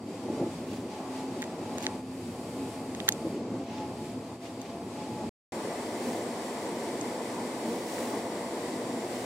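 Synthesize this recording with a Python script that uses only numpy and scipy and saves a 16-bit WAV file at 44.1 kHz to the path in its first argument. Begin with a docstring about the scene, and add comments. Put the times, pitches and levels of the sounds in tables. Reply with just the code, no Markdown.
"""Inside a moving train carriage, at the window: wheels rumble and knock on the rails, panels drone
and air hisses along the glass. On the first stretch the wheels sing on and off and a gap in the
window seal whistles. After about a fifth of a second of silence the ride goes on, louder and rushing,
at another window. Now and then fingers brush a hand-held camera, and its casing clicks and creaks."""
import sys
import numpy as np
from scipy import signal
from scipy.fft import rfft, irfft, next_fast_len
from scipy.io import wavfile
from scipy.ndimage import map_coordinates

SR = 44100
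rng = np.random.default_rng(int(sys.argv[2]) if len(sys.argv) > 2 else 0)


def to_wav(s):
    """Save 16-bit WAV."""
    ch = np.atleast_2d(s).T  # columns
    pcm = np.round(np.clip(ch, -1, 1) * 32767)  # PCM
    wavfile.write(sys.argv[1], SR, pcm.astype(np.int16))


N = 407925
TIME = np.arange(N) / SR
HIGH_NOTE_HZ, LOW_NOTE_HZ = 851, 680  # the two notes the wheels sing


def rolling(levels_db, colour, likeness, judder_db, sway_db, boom_db=0, roll_db=0, roar_db=0):
    """Rough rails shake the floor and walls: a low boom, a middle roll and a higher roar."""
    # Rough patches of rail. Each row: middle and length in seconds, rise of roll and of roar in dB.
    patches = [(0.307, 0.067, 9, 2), (0.415, 0.085, 11, 5.5), (3.256, 0.031, 5, -1.5), (3.39, 0.2, 5.5, -1),
               (5.23, 0.066, 1.5, 4.5), (5.656, 0.14, 3, 1.2), (6.08, 0.14, 4, 0.5), (6.23, 0.1, 4, 0.5),
               (6.7, 0.13, 4, 1), (6.95, 0.16, 3, -0.5), (7.45, 0.4, 2, 0), (7.73, 0.13, 3.5, 0.2),
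               (8.037, 0.14, 3, 2.5), (8.155, 0.069, 4, 2.5), (8.833, 0.21, 3, 0)]
    # Where the carriage body rings. Each row: pitch in Hz, width in Hz, boost in dB.
    body_modes = [(118.3, 2.9, 4.5), (231.4, 23, 4), (353, 56, 4), (470, 10, 4), (673.6, 6.9, 4),
                  (1100, 5.6, 4)]
    boom_level, roll_level, roar_level = levels_db
    roll_rise = sum(db * swell(s, length) for s, length, db, _ in patches) + sway_db * wobble(8)
    roar_rise = sum(db * swell(s, length) for s, length, _, db in patches)
    rumble = shaped_noise(colour, body_modes, likeness, ripple_db=3.0)
    low, middle, high = split_bands(rumble, 178.6, 580)
    boom = amp(boom_level + boom_db + 0.34 * roll_rise) * low  # follows a third of the roll's rise
    roll = amp(roll_level + roll_db + roll_rise) * middle
    roar = amp(roar_level + roar_db + roar_rise) * high
    judder = amp(judder_db * unit(wobble(24) + 1.5 * wobble(60)))
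    return judder * (boom + roll + roar)


def wheel_knocks():
    """Each knock of a wheel rings the floor; a hard one reaches its higher notes, a soft one booms."""
    # Knocks on uneven rail. Each row: start in seconds, peak in dB, lowest and highest pitch in Hz.
    knocks = [(0.272, -41, 150, 600), (0.283, -31, 350, 900), (0.297, -30.5, 200, 650),
              (0.359, -34, 160, 330), (0.405, -26, 130, 450), (0.420, -27.5, 480, 800),
              (0.434, -23.5, 170, 420), (0.464, -24, 200, 422), (0.998, -32, 180, 600),
              (1.312, -28, 160, 400), (3.249, -28, 200, 427), (3.267, -28, 220, 480),
              (3.53, -28.5, 180, 378)]
    # The floor's notes. Each row: pitch in Hz, level in dB, seconds to fade by 60 dB.
    floor_modes = [(123, -3.5, 0.068), (249.4, 0, 0.034), (329.5, -1.5, 0.073), (440, -9.5, 0.093),
                   (578, 0.5, 0.028), (646, -2, 0.037), (796, -5, 0.0434)]
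    out, t = np.zeros(N + SR), np.arange(SR // 4) / SR
    attack = 1 - np.exp(-t / 0.0018)  # the springs soften each knock
    for start, peak_db, low_hz, high_hz in knocks:
        ring = sum(amp(db + rng.normal(0, 0.63) - 60 * t / fade_s) * np.sin(2 * np.pi * hz * t)
                   for hz, db, fade_s in floor_modes)
        knock = band_pass(ring * attack, low_hz, high_hz)
        out[round(start * SR):][:len(t)] += amp(peak_db) * knock / np.abs(knock).max()
    return out[:N]


def surging_drone():
    """The rolling makes the panels hum one low note, which surges at uneven times."""
    # Surges of the hum. Each row: middle in seconds, length in seconds, level in dB.
    surges = [(0.39, 0.25, -50), (0.75, 0.1, -40), (1.178, 0.23, -42), (1.326, 0.12, -44.5),
              (1.89, 0.089, -41.5), (2.103, 0.25, -45), (2.62, 0.088, -37), (2.91, 0.11, -42),
              (3.58, 0.12, -37), (3.81, 0.1, -42), (4.162, 0.035, -36)]
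    strength = amp(-51) + sum(amp(db) * swell(s, length) for s, length, db in surges)
    return strength * wavering_tone(hz=262.0, wander_hz=7.2, flutter_db=2.0)


def throbbing_drone(period_s=0.2405, peak_s=7.0, depth=0.38):
    """The panels' low hum pulses evenly, about four times a second."""
    pulse = 1 + depth * np.cos(2 * np.pi * (TIME - peak_s) / period_s)
    return amp(-48.5) * pulse * wavering_tone(hz=254.4, wander_hz=4.4, flutter_db=-2.0)


def singing_wheels():
    """The rolling rubs the wheels into two faint notes that flare up now and then."""
    # Flares of song. Each row: middle in seconds, length in seconds, level in dB, note in Hz.
    flares = [(0.42, 0.23, -50, HIGH_NOTE_HZ), (0.96, 0.1, -52, HIGH_NOTE_HZ),
              (1.187, 0.14, -50, HIGH_NOTE_HZ), (1.4, .14, -57, HIGH_NOTE_HZ),
              (1.69, 0.072, -49, HIGH_NOTE_HZ), (1.877, 0.15, -46, HIGH_NOTE_HZ),
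              (2.763, .2, -49, HIGH_NOTE_HZ), (2.852, .3, -60, LOW_NOTE_HZ),
              (3.08, 0.25, -55, HIGH_NOTE_HZ), (3.66, 0.24, -53, LOW_NOTE_HZ),
              (3.8, 0.17, -45, HIGH_NOTE_HZ), (4.023, 0.11, -51, HIGH_NOTE_HZ),
              (4.457, 0.1, -50, LOW_NOTE_HZ), (4.77, 0.12, -48, LOW_NOTE_HZ),
              (5.038, 0.091, -46, HIGH_NOTE_HZ), (5.187, 0.12, -46.5, HIGH_NOTE_HZ)]

    def flaring(note_hz):
        return sum(amp(db) * swell(s, length) for s, length, db, hz in flares if hz == note_hz)
    joined = .5 + .5 * np.tanh(20 * (TIME - 2.8))  # the steady low note fades in at 2.8 seconds
    high_strength = amp(-58.5) + flaring(HIGH_NOTE_HZ)
    low_strength = amp(-57.5) * joined + flaring(LOW_NOTE_HZ)
    high = high_strength * wavering_tone(HIGH_NOTE_HZ, wander_hz=6.5, flutter_db=2.0)
    low = low_strength * wavering_tone(LOW_NOTE_HZ, wander_hz=4.2, flutter_db=-1.5)
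    return high + low


def window_air(hiss_db, sizzle_db, colour, likeness, flutter_db):
    """Air streams along the window and rings its frame; its strength flutters a little."""
    # Where the window frame rings. Each row: pitch in Hz, width in Hz, boost in dB.
    frame_modes = [(1742, 39, 6), (1945, 76, 4), (4675, 86, 4), (7420, 60, 1), (7480, 82, 2.5),
                   (7700, 20, 1.5), (8230, 45, 2.5), (8540, 78, 5.5), (10520, 90, 1.5)]
    hiss, sizzle = split_bands(shaped_noise(colour, frame_modes, likeness, ripple_db=2.5), 8500)
    return amp(flutter_db * wobble(11)) * (amp(hiss_db) * hiss + amp(sizzle_db) * sizzle)


def casing_clicks(crack_db=-8, crack_fade_s=0.016, rub_db=-39.5, rub_fade_s=0.047):
    """The casing sticks and slips in the hand: a crack, a ring damped by the grip, then a faint rub."""
    # Slips. Each row: start in seconds, peak in dB, lowest and highest pitch in Hz,
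    # left minus right in dB, factor on the ring time (small for a tight grip).
    slips = [(1.4205, -23, 1300, 15000, -2, 1.1), (1.4261, -23, 1300, 3220, -2, 1.3),
             (1.44, -29, 1500, 9000, -3, 1.1), (1.783, -24, 1200, 14000, -2, 0.89),
             (1.806, -34, 1500, 9000, 0, 1), (1.826, -28, 5000, 15000, 1, 1.2),
             (1.833, -31, 2000, 13000, 0, 1.2), (1.843, -26, 1400, 5000, -6, 1.4),
             (1.8667, -10, 1600, 5000, -3, .45), (2.949, -28, 1500, 8000, 0, 1.1),
             (3.002, -23, 1900, 4990, -6, 0.74), (3.08, -23.5, 1500, 6070, -9, 1.2),
             (3.0891, -1.3, 950, 15000, -5, .9), (3.1226, -16, 4000, 9000, -3, 1.3),
             (3.130, -35.5, 3030, 9560, 0, 1), (4.616, -31, 3500, 15000, 6, 1),
             (7.012, -24.5, 5200, 8000, 2, 1.3), (7.982, -30, 1100, 2400, -2, 1.4)]
    # The casing's notes. Each row: pitch in Hz, level in dB, seconds to fade by 60 dB.
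    casing_modes = [(1340, -6, 0.005), (1860, 1, .008), (2320, -.5, 0.0036), (3450, 2, 0.0034),
                    (4600, -5, 0.0044), (6140, -13.5, 0.0079), (6480, 0.5, 0.0083), (9400, -7, .003),
                    (13300, -3, .004)]
    # Tone colour of the creak. Each row: pitch in Hz, level in dB.
    creak_colour = [(600, -24), (950, -2), (1300, 2), (2100, 1.5), (2800, -1), (3600, 1), (5500, -6),
                    (7500, -20), (15000, -30)]
    out, t = np.zeros((2, N + SR)), np.arange(SR // 8) / SR
    for start, peak_db, low_hz, high_hz, pan_db, looseness in slips:
        ring = 0
        for k, (hz, db, fade_s) in enumerate(casing_modes):
            fade = amp(db + rng.normal(0, 1) - 60 * t / (looseness * fade_s))
            gripped_hz = hz * (1 + .015 * rng.normal())  # the grip retunes each note a little
            ring += (-1) ** k * fade * np.sin(2 * np.pi * gripped_hz * t)  # neighbours swing opposite
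        crack = amp(crack_db - 60 * t / (looseness * crack_fade_s))
        rub = amp(rub_db - 60 * t / rub_fade_s)
        scrape = (crack + rub) * rng.standard_normal((2, len(t)))
        click = band_pass(ring + scrape, low_hz, high_hz)  # soft slips lack treble, glancing ones body
        gains = amp(peak_db + np.array([[.5], [-.5]]) * pan_db)
        out[:, round(start * SR):][:, :len(t)] += gains * click / np.abs(click).max()
    strain = unit(shaped_noise(creak_colour, [], likeness=[(1000, .8)], ripple_db=0))
    creak = amp(-22.7) * swell(3.087, .0052) * strain  # just before the hardest snap

    def bend(hz):  # the shell bends, so high notes push left and right in opposite directions
        return np.exp(np.outer([-1j, 1j], np.arctan((hz / 1750) ** 2)))
    return filtered(out[:, :N] + creak, bend)


def finger_brushes():
    """Fingers slide on the casing: each stroke is a grainy swell of rasp with a fine swish on top."""
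    # Finger strokes. Each row: middle and length in seconds, rasp level and swish level in dB.
    strokes = [(0.72, 0.1, -52.5, -59), (0.793, 0.08, -62, -64), (0.944, 0.11, -52, -74),
               (1.797, 0.097, -53, -68), (1.843, 0.04, -46, -51), (3.75, 0.18, -50, -67),
               (4.458, 0.056, -51.5, -79), (4.678, 0.21, -54.5, -78), (6.098, 0.2, -54, -51),
               (7.71, 0.15, -55, -54), (8.005, 0.32, -50.5, -47.5), (9.2, 0.26, -52, -53)]
    # Tone colours of the rasp and the swish. Each row: pitch in Hz, level in dB.
    rasp_colour = [(900, -22), (1600, 2), (2700, 4), (4000, 0), (6500, -3.5), (10000, -29), (15800, -24)]
    swish_colour = [(3000, -7), (7000, 4), (10000, 1), (13000, -5), (15800, -4)]
    rasp = unit(shaped_noise(rasp_colour, [], likeness=[(1000, .38)], ripple_db=1.5))
    swish = unit(shaped_noise(swish_colour, [], likeness=[(1000, .38)], ripple_db=1.5))
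    brushing = sum(swell(s, length) * (amp(rasp_db) * rasp + amp(swish_db) * swish)
                   for s, length, rasp_db, swish_db in strokes)
    grain = amp(1.3 * wobble(150))
    return brushing * grain


def seal_whistle():
    """Air slips through a gap in the window seal and makes a thin band of hiss."""
    hiss = filtered(rng.standard_normal((2, N)), lambda hz: resonance(hz, centre_hz=4650, width_hz=85))
    return amp(-68) * unit(hiss)


def shaped_noise(colour, modes, likeness, ripple_db):
    """Stereo noise with a broad tone colour, narrow ringing peaks and a ripple of standing waves."""
    def response(hz):
        boost_db = sum(db * resonance(hz, centre, width) for centre, width, db in modes)
        ripple = np.array([map_coordinates(row, [hz / 20]) for row in rng.standard_normal((2, 2048))])
        ripple = ripple_db * ripple * hz / (hz + 1000)  # the bass stays even
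        spread = np.arccos(np.clip(along(likeness, hz), -1, 1)) / 2
        return amp(along(colour, hz) + boost_db + ripple) * np.array([np.cos(spread), np.sin(spread)])
    mid, side = filtered(rng.standard_normal((2, N)), response)
    return np.array([mid + side, mid - side])


def wavering_tone(hz, wander_hz, flutter_db):
    """A tone of average strength 1 whose pitch and level drift at random."""
    phase = 2 * np.pi * np.cumsum(hz + wander_hz * wobble(35)) / SR
    return unit(amp(flutter_db * wobble(28)) * np.sin(phase))


def split_bands(x, *edges_hz):
    """Split a stereo sound into bands, low to high, each with strength 1 at its stereo centre."""
    below = [filtered(x, lambda hz: 1 / (1 + (hz / edge) ** 10)) for edge in edges_hz]
    return [band / np.std(band.mean(0)) for band in np.diff([0 * x, *below, x], axis=0)]


def filtered(x, response):
    """Scale each frequency of a sound by response(hz)."""
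    size = next_fast_len(N + 8192)
    return irfft(rfft(x, size) * response(np.fft.rfftfreq(size, 1 / SR)), size)[..., :N]


def band_pass(x, low_hz, high_hz):
    """Keep mainly what lies between two pitches."""
    return signal.sosfilt(signal.butter(2, [low_hz, high_hz], "band", fs=SR, output="sos"), x)


def resonance(hz, centre_hz, width_hz):
    """A peak of height 1 around one pitch."""
    return 1 / (1 + (2 * (hz - centre_hz) / width_hz) ** 2)


def swell(middle_s, length_s):
    """A bell-shaped rise and fall, length_s wide at half height."""
    return .5 ** np.minimum((2 * (TIME - middle_s) / length_s) ** 2, 60)


def wobble(rate):
    """A smooth curve through `rate` random values a second."""
    return map_coordinates(rng.standard_normal(2048), [TIME * rate], mode="wrap")


def curves(rows):
    """Join timed rows with straight lines: one curve for each column after the time."""
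    seconds, *columns = np.transpose(rows)
    return [np.interp(TIME, seconds, column) for column in columns]


def along(points, hz):
    """Read between (Hz, value) points on a logarithmic pitch scale."""
    pitches, values = np.transpose(points)
    return np.interp(np.log(hz + 1), np.log(pitches + 1), values)


def amp(db):
    """Turn decibels into a gain."""
    return 10 ** (np.asarray(db) / 20)


def unit(x):
    """Scale to an average strength (rms) of 1."""
    return x / np.sqrt(np.mean(x ** 2) + 1e-20)


def first_stretch():
    """Rumble and air rise and fall while the panels surge, the wheels sing and the seal whistles."""
    # Strength of the rumble. Each row: time in seconds, base levels of boom, roll and roar in dB.
    rumble_levels = [(0.02, -47, -44, -50.5), (0.12, -54, -38.5, -49), (0.25, -51.5, -41.5, -46),
                     (0.6, -43.5, -39.5, -46), (0.85, -49.5, -39.5, -48.1), (1.0, -54.5, -42, -43),
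                     (1.3, -51, -37.5, -44.5), (1.5, -50.5, -37, -44), (1.9, -46.5, -37.5, -42.5),
                     (2.06, -47, -43.5, -51), (2.4, -46.5, -40, -46.5), (2.85, -48.2, -40, -45),
                     (3.15, -44.5, -38, -45), (3.6, -48, -39, -46), (3.8, -46.5, -38.5, -45.5),
                     (4.05, -44, -41, -48.5), (4.55, -50.5, -43, -48), (4.8, -48.5, -42, -46.5),
                     (5.28, -46.5, -38.5, -46.5)]
    # Strength of the air. Each row: time in seconds, base levels of hiss and sizzle in dB.
    air_levels = [(0.02, -61, -70), (0.1, -56.5, -67), (0.35, -52.5, -63), (0.85, -58, -67),
                  (1.2, -52, -63), (1.95, -53.5, -63.5), (2.03, -60.5, -68.5), (2.13, -55.5, -62.5),
                  (2.6, -53.5, -60.5), (3.3, -53, -61), (3.42, -56, -71), (3.62, -56, -67.5),
                  (4.0, -55, -63.8), (4.3, -56.5, -66.5), (4.85, -57.5, -64.5), (5.02, -52.5, -64.5),
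                  (5.13, -53, -62), (5.26, -52.5, -64)]
    # Tone colours of the rumble and the air. Each row: pitch in Hz, level in dB.
    rumble_colour = [(25, -40), (55, -29.5), (80, -12.5), (112, -3), (138, -11), (160, -4), (200, -4.5),
                     (280, -2), (370, -5.5), (520, -9), (780, -13), (1100, -19), (1500, -29.5),
                     (2500, -39.5), (6000, -100)]
    air_colour = [(600, -8), (1400, 2), (1800, 0), (2300, 5), (2900, 2.5), (4000, 1), (4800, 1),
                  (6300, -2.5), (7500, -2), (8600, -5), (10500, -10.5), (13000, -17), (15800, -22.5)]
    # How alike left and right sound. Each row: pitch in Hz, likeness (1 means the same).
    likeness = [(30, 0.91), (70, 0.99), (250, 1), (500, 0.99), (900, 0.94), (1200, 0.66), (1500, .2),
                (2100, 0.67), (3000, 0.32), (4100, -0.014), (7500, .3), (12000, -.1)]
    # Brief dips in the ride's level. 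Each row: middle in seconds, length in seconds, depth in dB.
    lulls = [(3.678, 0.077, 3.5), (4.39, 0.042, 5.5)]
    ride = rolling(curves(rumble_levels), rumble_colour, likeness, judder_db=0.66, sway_db=0.85,
                   boom_db=-1.84, roll_db=-0.5, roar_db=-1.7)
    ride += surging_drone() + singing_wheels()
    ride += window_air(*curves(air_levels), air_colour, likeness, flutter_db=1.0) + seal_whistle()
    return ride * amp(-sum(db * swell(s, length) for s, length, db in lulls))


def second_stretch():
    """At another window the rumble and air are louder and steadier, and the panels throb."""
    # Tone colours of the rumble and the air. Each row: pitch in Hz, level in dB.
    rumble_colour = [(25, -54), (58, -34), (80, -17.5), (115, -9), (140, -12.5), (195, -3), (235, 1),
                     (300, 0), (480, 0), (700, -5.5), (950, -9), (1250, -18), (2000, -29), (6000, -100)]
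    air_colour = [(600, -6), (1350, -1), (1750, 4.5), (2050, 9), (2550, 3.5), (4000, 2), (5600, 2),
                  (6600, -2.5), (7100, 3), (8900, 1.5), (10300, -2), (13000, -7.5), (15800, -12.5)]
    # How alike left and right sound. Each row: pitch in Hz, likeness (1 means the same).
    likeness = [(30, 0.54), (70, 0.99), (220, .999), (500, 0.99), (900, 0.91), (1250, 0.18), (2000, 0.71),
                (2850, -0.051), (3900, 0.14), (4700, 0.032), (5600, 0.37), (9000, 0.074), (11000, -0.11)]
    levels_db = (-53, -38.5, -41.5)  # boom, roll, roar
    rumble = rolling(levels_db, rumble_colour, likeness, judder_db=0.5, sway_db=0.7)
    drone = throbbing_drone()
    air = window_air(hiss_db=-48, sizzle_db=-58.5, colour=air_colour, likeness=likeness, flutter_db=0.4)
    return rumble + drone + air


def scene():
    """Two stretches of the ride, with silence between them."""
    # The ride's treble leans to the left. 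Each row: pitch in Hz, left minus right in dB.
    balance = [(200, 0), (700, .6), (1200, 2), (2000, 1.2), (5000, 1.8), (8000, 1.2), (12000, .4)]
    first_ends_s, second_starts_s = 5.293, 5.521
    ride = np.where(TIME < first_ends_s, first_stretch(), second_stretch())
    ride = filtered(ride, lambda hz: amp(np.outer([.5, -.5], along(balance, hz))))
    sounding = (TIME < first_ends_s) | (TIME > second_starts_s)
    return (ride + casing_clicks() + finger_brushes() + wheel_knocks()) * sounding


def record(dry):
    """Cut away the very highest treble."""
    top_hz, fade_width_hz = 15850, 200
    return filtered(dry, lambda hz: np.clip((top_hz - hz) / fade_width_hz + .5, 0, 1))


dry = scene()
out = record(dry)
to_wav(out)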